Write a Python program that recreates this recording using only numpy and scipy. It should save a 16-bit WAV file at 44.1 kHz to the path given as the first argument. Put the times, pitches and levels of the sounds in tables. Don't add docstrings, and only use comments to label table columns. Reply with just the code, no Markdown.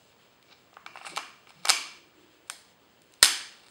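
import sys
import numpy as np
from scipy import signal
from scipy.fft import rfft, irfft
from scipy.io import wavfile
from scipy.ndimage import uniform_filter1d

SR = 44100
rng = np.random.default_rng(int(sys.argv[2]) if len(sys.argv) > 2 else 0)


def decibels_to_gain(level_db):
    exponent = np.asarray(level_db, float) / 20
    return 10 ** exponent


def generate_wav(signal):
    frames = np.transpose(np.atleast_2d(signal))
    scaled = np.clip(frames, -1, 1) * 32767
    pcm = np.round(scaled).astype(np.int16)
    wavfile.write(sys.argv[1], SR, pcm)


N = 163170

# pitch_hz, level_db (per Hz)
HISS_SPECTRUM = [(25, -22), (60, -8), (100, -3), (300, -1.5), (500, -1.5), (1000, -8), (2000, -12),
                 (4000, -16), (7500, -23), (10000, -32.5), (15000, -35)]
# start_s, length_s, pitch_hz, width_hz, level_db
DRONES = [(1.085, 0.107, 171, 24, -56.5), (1.11, 0.043, 400, 300, -49), (1.557, 0.093, 167.6, 40.2, -61),
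          (1.907, 0.56, 329, 89, -62)]
# pitch_hz, t60_s
ROOM_T60 = [(300, .6), (1000, .55), (3000, .6), (6000, .5), (9000, .41), (12000, .31), (15000, .22)]
# pitch_hz, level_db
ROOM_COLOUR = [(300, 9.5), (1000, -5.5), (3000, -4.5), (9000, -3), (15000, -3)]
# pitch_hz, level_db (relative), t60_s
GRIP = [(798, 0, 0.024), (1083.4, -13, 0.07), (1250, 0, .018), (1520, -2.5, 0.016)]
MAGAZINE = [(2050, -4, 0.012), (2310, -0.5, 0.025), (2469, -14, .08), (2700, -2, 0.016)]
FRAME = [(3680, -2.4, 0.0067), (4220, 1, 0.0036), (5500, -2.4, 0.0056)]
STEEL = [(6860, 5, 0.0018), (8620, 9.5, 0.0034), (9900, 1.5, 0.0053), (12400, -6.5, 0.0029)]
# pitch_hz, level_db (relative), t60_s
FILLED_GRIP = [(869, -12, 0.014), (1450, -2.5, .008), (1850, -1.5, 0.01)]
BODIES = GRIP, MAGAZINE, FRAME, STEEL
# start_s, level_db, steel_trim_db (on top of the fixed blend of bodies)
SLIDE = [(.46, -78, -35), (.52, -55, -30), (.62, -86, -8), (.935, -84, 3), (.96, -64, 0), (1.05, -57.5, 1),
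         (1.075, -44.5, 11.5), (1.11, -48.5, 2), (1.16, -49.5, -7), (1.19, -82, -4.5), (1.459, -80.5, -6.5),
         (1.497, -57.5, 2.5), (1.521, -69, -8), (1.61, -66, -7), (1.65, -51.5, 0), (1.701, -76, 9),
         (2.451, -91.5, 2), (2.48, -69.5, 8), (2.51, -87, -2), (3.1, -87.5, -5.5), (3.21, -62.5, 2),
         (3.66, -65.5, -1), (3.7, -66.5, 13)]
# start_s, grip_db, magazine_db, frame_db, steel_db
CONTACTS = [(0.4268, -63, -56.5, -48, -55), (0.5205, -53, -56, -52, -71), (0.7296, -45.5, -64, -65, -71),
            (0.7407, -63, -55, -48, -66), (0.7683, -31, -71, -52, -61), (0.863, -31, -35, -33, -46.5),
            (0.9561, -30, -43, -53.5, -54), (0.9721, -34, -37.5, -43.5, -63),
            (1.0131, -34.5, -40, -58.5, -65), (1.0485, -32.5, -42.5, -56, -64),
            (1.066, -32, -31.5, -37.5, -54), (1.0723, -31.5, -46.5, -48, -46),
            (1.1626, -62.5, -32.5, -30, -31), (1.1711, -22.5, -33, -24, -30.5),
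            (1.1761, -19.5, -26, -24, -31.5), (1.1894, -29.5, -40, -32, -52),
            (1.4712, -46, -49, -62.5, -66.5), (1.5044, -43, -49.5, -45.5, -59), (1.651, -22, -36, -36, -45),
            (1.654, -22, -28, -17.5, -24.5), (1.672, -25, -32, -26.5, -30.5), (1.684, -30, -28, -23.5, -20),
            (1.6908, -16.5, -28, -12, -17), (1.6958, -24.5, -16, -5.5, -9.5),
            (1.702, -13, -16.5, -6.5, -10), (1.7052, -27.5, -20, -24, -20), (2.4987, -24, -30, -21, -21),
            (2.5045, -38, -46, -36.5, -50), (3.0186, -71, -57, -51.5, -49), (3.123, -73, -70.5, -60.5, -53),
            (3.1383, -65.5, -56.5, -46.5, -45.5), (3.2227, -37, -42.5, -30.5, -45),
            (3.2266, -20, -24, -16, -11), (3.2278, -7.5, -15.5, 1.5, -0.5), (3.2294, -8, -16, -5.5, -5.5),
            (3.2335, -21, -32.5, -9, -13), (3.2401, -21, -31, -11, -14), (3.2456, -22.5, -18, -8, -8),
            (3.2558, -50, -24.5, -11.5, -28), (3.2606, -32.5, -30.5, -14.5, -16),
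            (3.6838, -51, -57, -46, -56)]
ROOM_CRACK_DB = 11, -3, 19, 13
SIDEWAYS_DB = 0, 3.5, 0, 0
# pitch_hz, level_db
MIC_HOUSING = [(800, -1.5), (980, 1.5), (2150, 0.5), (3050, 5.5), (3900, 1.5), (5250, 3.5), (5750, -12),
               (5950, 2.5), (6250, 2.5), (6750, 3), (6950, -11.5), (7200, 8), (7600, 5.5), (12000, -0.5),
               (16000, -15.5)]


def colour(x, table):
    size = 2048
    hz, db = np.array(table).T
    f = np.maximum(np.arange(size // 2 + 1) * SR / size, 1)
    curve_db = np.interp(np.log(f), np.log(hz), db)
    cepstrum = irfft(np.log(decibels_to_gain(curve_db)))
    cepstrum[1:size // 2] *= 2
    cepstrum[size // 2 + 1:] = 0
    response = irfft(np.exp(rfft(cepstrum)))
    return signal.fftconvolve(x, response)[:len(x)]


def unit(x):
    return x / np.sqrt(np.mean(x ** 2))


def walk(rate_hz):
    hold = int(SR / rate_hz)
    steps = np.repeat(rng.standard_normal(N // hold + 1), hold)
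    smooth = uniform_filter1d(uniform_filter1d(steps, hold), hold)
    return unit(smooth[:N])


def band(x, lo_hz, hi_hz):
    sos = signal.butter(3, [lo_hz, min(hi_hz, SR / 2.2)], "band", fs=SR, output="sos")
    return signal.sosfilt(sos, x)


def split(x, centres_hz):
    count = len(centres_hz)
    hz = np.arange(len(x) // 2 + 1) * SR / len(x) + 1
    place = np.interp(np.log(hz), np.log(centres_hz), np.arange(count))
    spectrum = rfft(x)
    slopes = (np.cos(np.pi / 2 * np.clip(place - k, -1, 1)) ** 2 for k in range(count))
    return [irfft(spectrum * slope, len(x)) for slope in slopes]


def hiss():
    level_db, swell_db, flicker_db = -62, 1.5, 0.7
    centres_hz = 30 * 2. ** np.arange(10)
    swell = walk(25)
    bands = split(colour(rng.standard_normal(N), HISS_SPECTRUM), centres_hz)
    total = np.zeros(N)
    for octave, hz in zip(bands, centres_hz):
        total += octave * decibels_to_gain(swell_db * swell * (hz > 2000) + flicker_db * walk(20))
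    return decibels_to_gain(level_db) * unit(total)


def drones():
    t = np.arange(N) / SR
    out = np.zeros(N)
    for start_s, length_s, hz, width_hz, db in DRONES:
        progress = np.clip((t - start_s) / length_s, 0, 1)
        fade = np.sqrt(np.sin(np.pi * progress).clip(0))
        tone = unit(band(rng.standard_normal(N), hz - width_hz / 2, hz + width_hz / 2))
        out += decibels_to_gain(db) * fade * tone
    return out


def room(x):
    gain_db, start_s, build_s = -4, 0.0012, 0.00047
    t = np.arange(SR) / SR
    centres_hz = 150 * 2 ** np.arange(0, 7, .25)
    table_hz, table_t60 = np.array(ROOM_T60).T
    t60 = np.interp(np.log(centres_hz), np.log(table_hz), table_t60)
    bands = split(rng.standard_normal(SR), centres_hz)
    tail = sum(b * np.exp(-np.log(1000) * t / d) for b, d in zip(bands, t60))
    tail = tail * (1 - np.exp(-np.maximum(t - start_s, 0) / build_s))
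    tail = colour(tail / np.sqrt(np.sum(tail ** 2)), ROOM_COLOUR)
    return decibels_to_gain(gain_db) * signal.fftconvolve(x, tail)[:N]


def ring(modes, chance):
    scatter_db, scatter_hz_share = 2, .018
    t = np.arange(4400) / SR
    out = np.zeros(t.size)
    for k, ((hz, db, t60), (level_chance, pitch_chance)) in enumerate(zip(modes, chance)):
        pitch_hz = hz * (1 + scatter_hz_share * pitch_chance)
        tone = np.sin(2 * np.pi * pitch_hz * t) * np.exp(-np.log(1000) * t / t60)
        out += decibels_to_gain(db + scatter_db * level_chance) * tone * (-1) ** k
    return out


def sliding():
    grit_per_s, grit_db, slip_db = 5000, 2.8, 4
    t = np.arange(N) / SR
    start_s, level_db, steel_trim_db = np.array(SLIDE).T
    grains = (rng.random(N) < grit_per_s / SR) * rng.standard_normal(N)
    grit = grains * decibels_to_gain(grit_db * rng.exponential(size=N) + slip_db * walk(120))
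    still = np.zeros((5, 2))
    grip, magazine, frame, steel = (
        unit(signal.fftconvolve(grit, ring(body, still))[:N]) for body in BODIES)
    steel_gain = decibels_to_gain(np.interp(t, start_s, steel_trim_db) - 12.5)
    blend = decibels_to_gain(-6.5) * grip + decibels_to_gain(-6.5) * magazine + decibels_to_gain(-3.5) * frame + steel_gain * steel
    return decibels_to_gain(np.interp(t, start_s, level_db)) * blend


def strike(body, push, crack, chance, crack_db):
    y = np.convolve(ring(body, chance), push)
    crack = band(crack, body[0][0] / 1.2, body[-1][0] * 1.2)
    y = y / np.abs(y).max()
    y[:crack.size] += decibels_to_gain(crack_db) * crack / np.abs(crack).max()
    return y


def contacts():
    push_ms, crack_ms, crack_db, paths = .12, 0.9, -2.5, 6
    seated_s, seated_t60_share = 2.0, .2
    direct, around = np.zeros(N + SR), np.zeros((paths, N + SR))
    noise = rng.standard_normal((len(CONTACTS), 5, 256))
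    chances = rng.standard_normal((len(CONTACTS), 4, 5, 2))
    ms = np.arange(256) / SR * 1000
    push_shape = ms * np.exp(-ms / push_ms)
    crack_shape = ms * np.exp(-2 * ms / crack_ms)
    tap = (ms == 0).astype(float)
    damped = [(hz, db, t60 * seated_t60_share) for hz, db, t60 in MAGAZINE]
    latched = FILLED_GRIP, damped, FRAME, STEEL
    for k, ((start_s, *levels_db), (push, *cracks), chance) in enumerate(zip(CONTACTS, noise, chances)):
        bodies = latched if start_s > seated_s else BODIES
        i = int(start_s * SR)
        for body, db, crack, body_chance, room_crack_db, side_db in zip(
                bodies, levels_db, cracks, chance, ROOM_CRACK_DB, SIDEWAYS_DB):
            blow = strike(body, push * push_shape, crack * crack_shape, body_chance, crack_db)
            blow = decibels_to_gain(db) * blow / np.abs(blow).max()
            direct[i:i + blow.size] += blow
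            mean = np.sign(crack[0]) * strike(body, tap, tap, body_chance / 2, room_crack_db)
            match = np.sqrt(np.sum(blow ** 2) / np.sum(mean ** 2))
            around[k % paths, i:i + blow.size] += decibels_to_gain(side_db) * mean * match
    return direct[:N], around[:, :N]


def scene():
    direct, around = contacts()
    rub = sliding()
    heard = direct + rub + room(rub) + sum(room(path) for path in around)
    no_bass = signal.butter(4, 320, "high", fs=SR, output="sos")
    pistol = signal.sosfilt(no_bass, heard)
    return (pistol + drones() + hiss())[None]


def band_limit(x):
    return signal.sosfilt(signal.butter(12, 16160, fs=SR, output="sos"), x)


def record(dry):
    whine_hz, whine_rms_db = 15690.2, -73.5
    square_share, clip_level = .085, 1.0
    whine = decibels_to_gain(whine_rms_db) * np.sqrt(2) * np.sin(2 * np.pi * whine_hz * np.arange(N) / SR)
    x = colour(dry[0], MIC_HOUSING) + whine
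    overloaded = x + square_share * x ** 2
    finished = np.clip(overloaded, -clip_level, clip_level)
    return band_limit(finished[None])


dry = scene()
out = record(dry)
generate_wav(out)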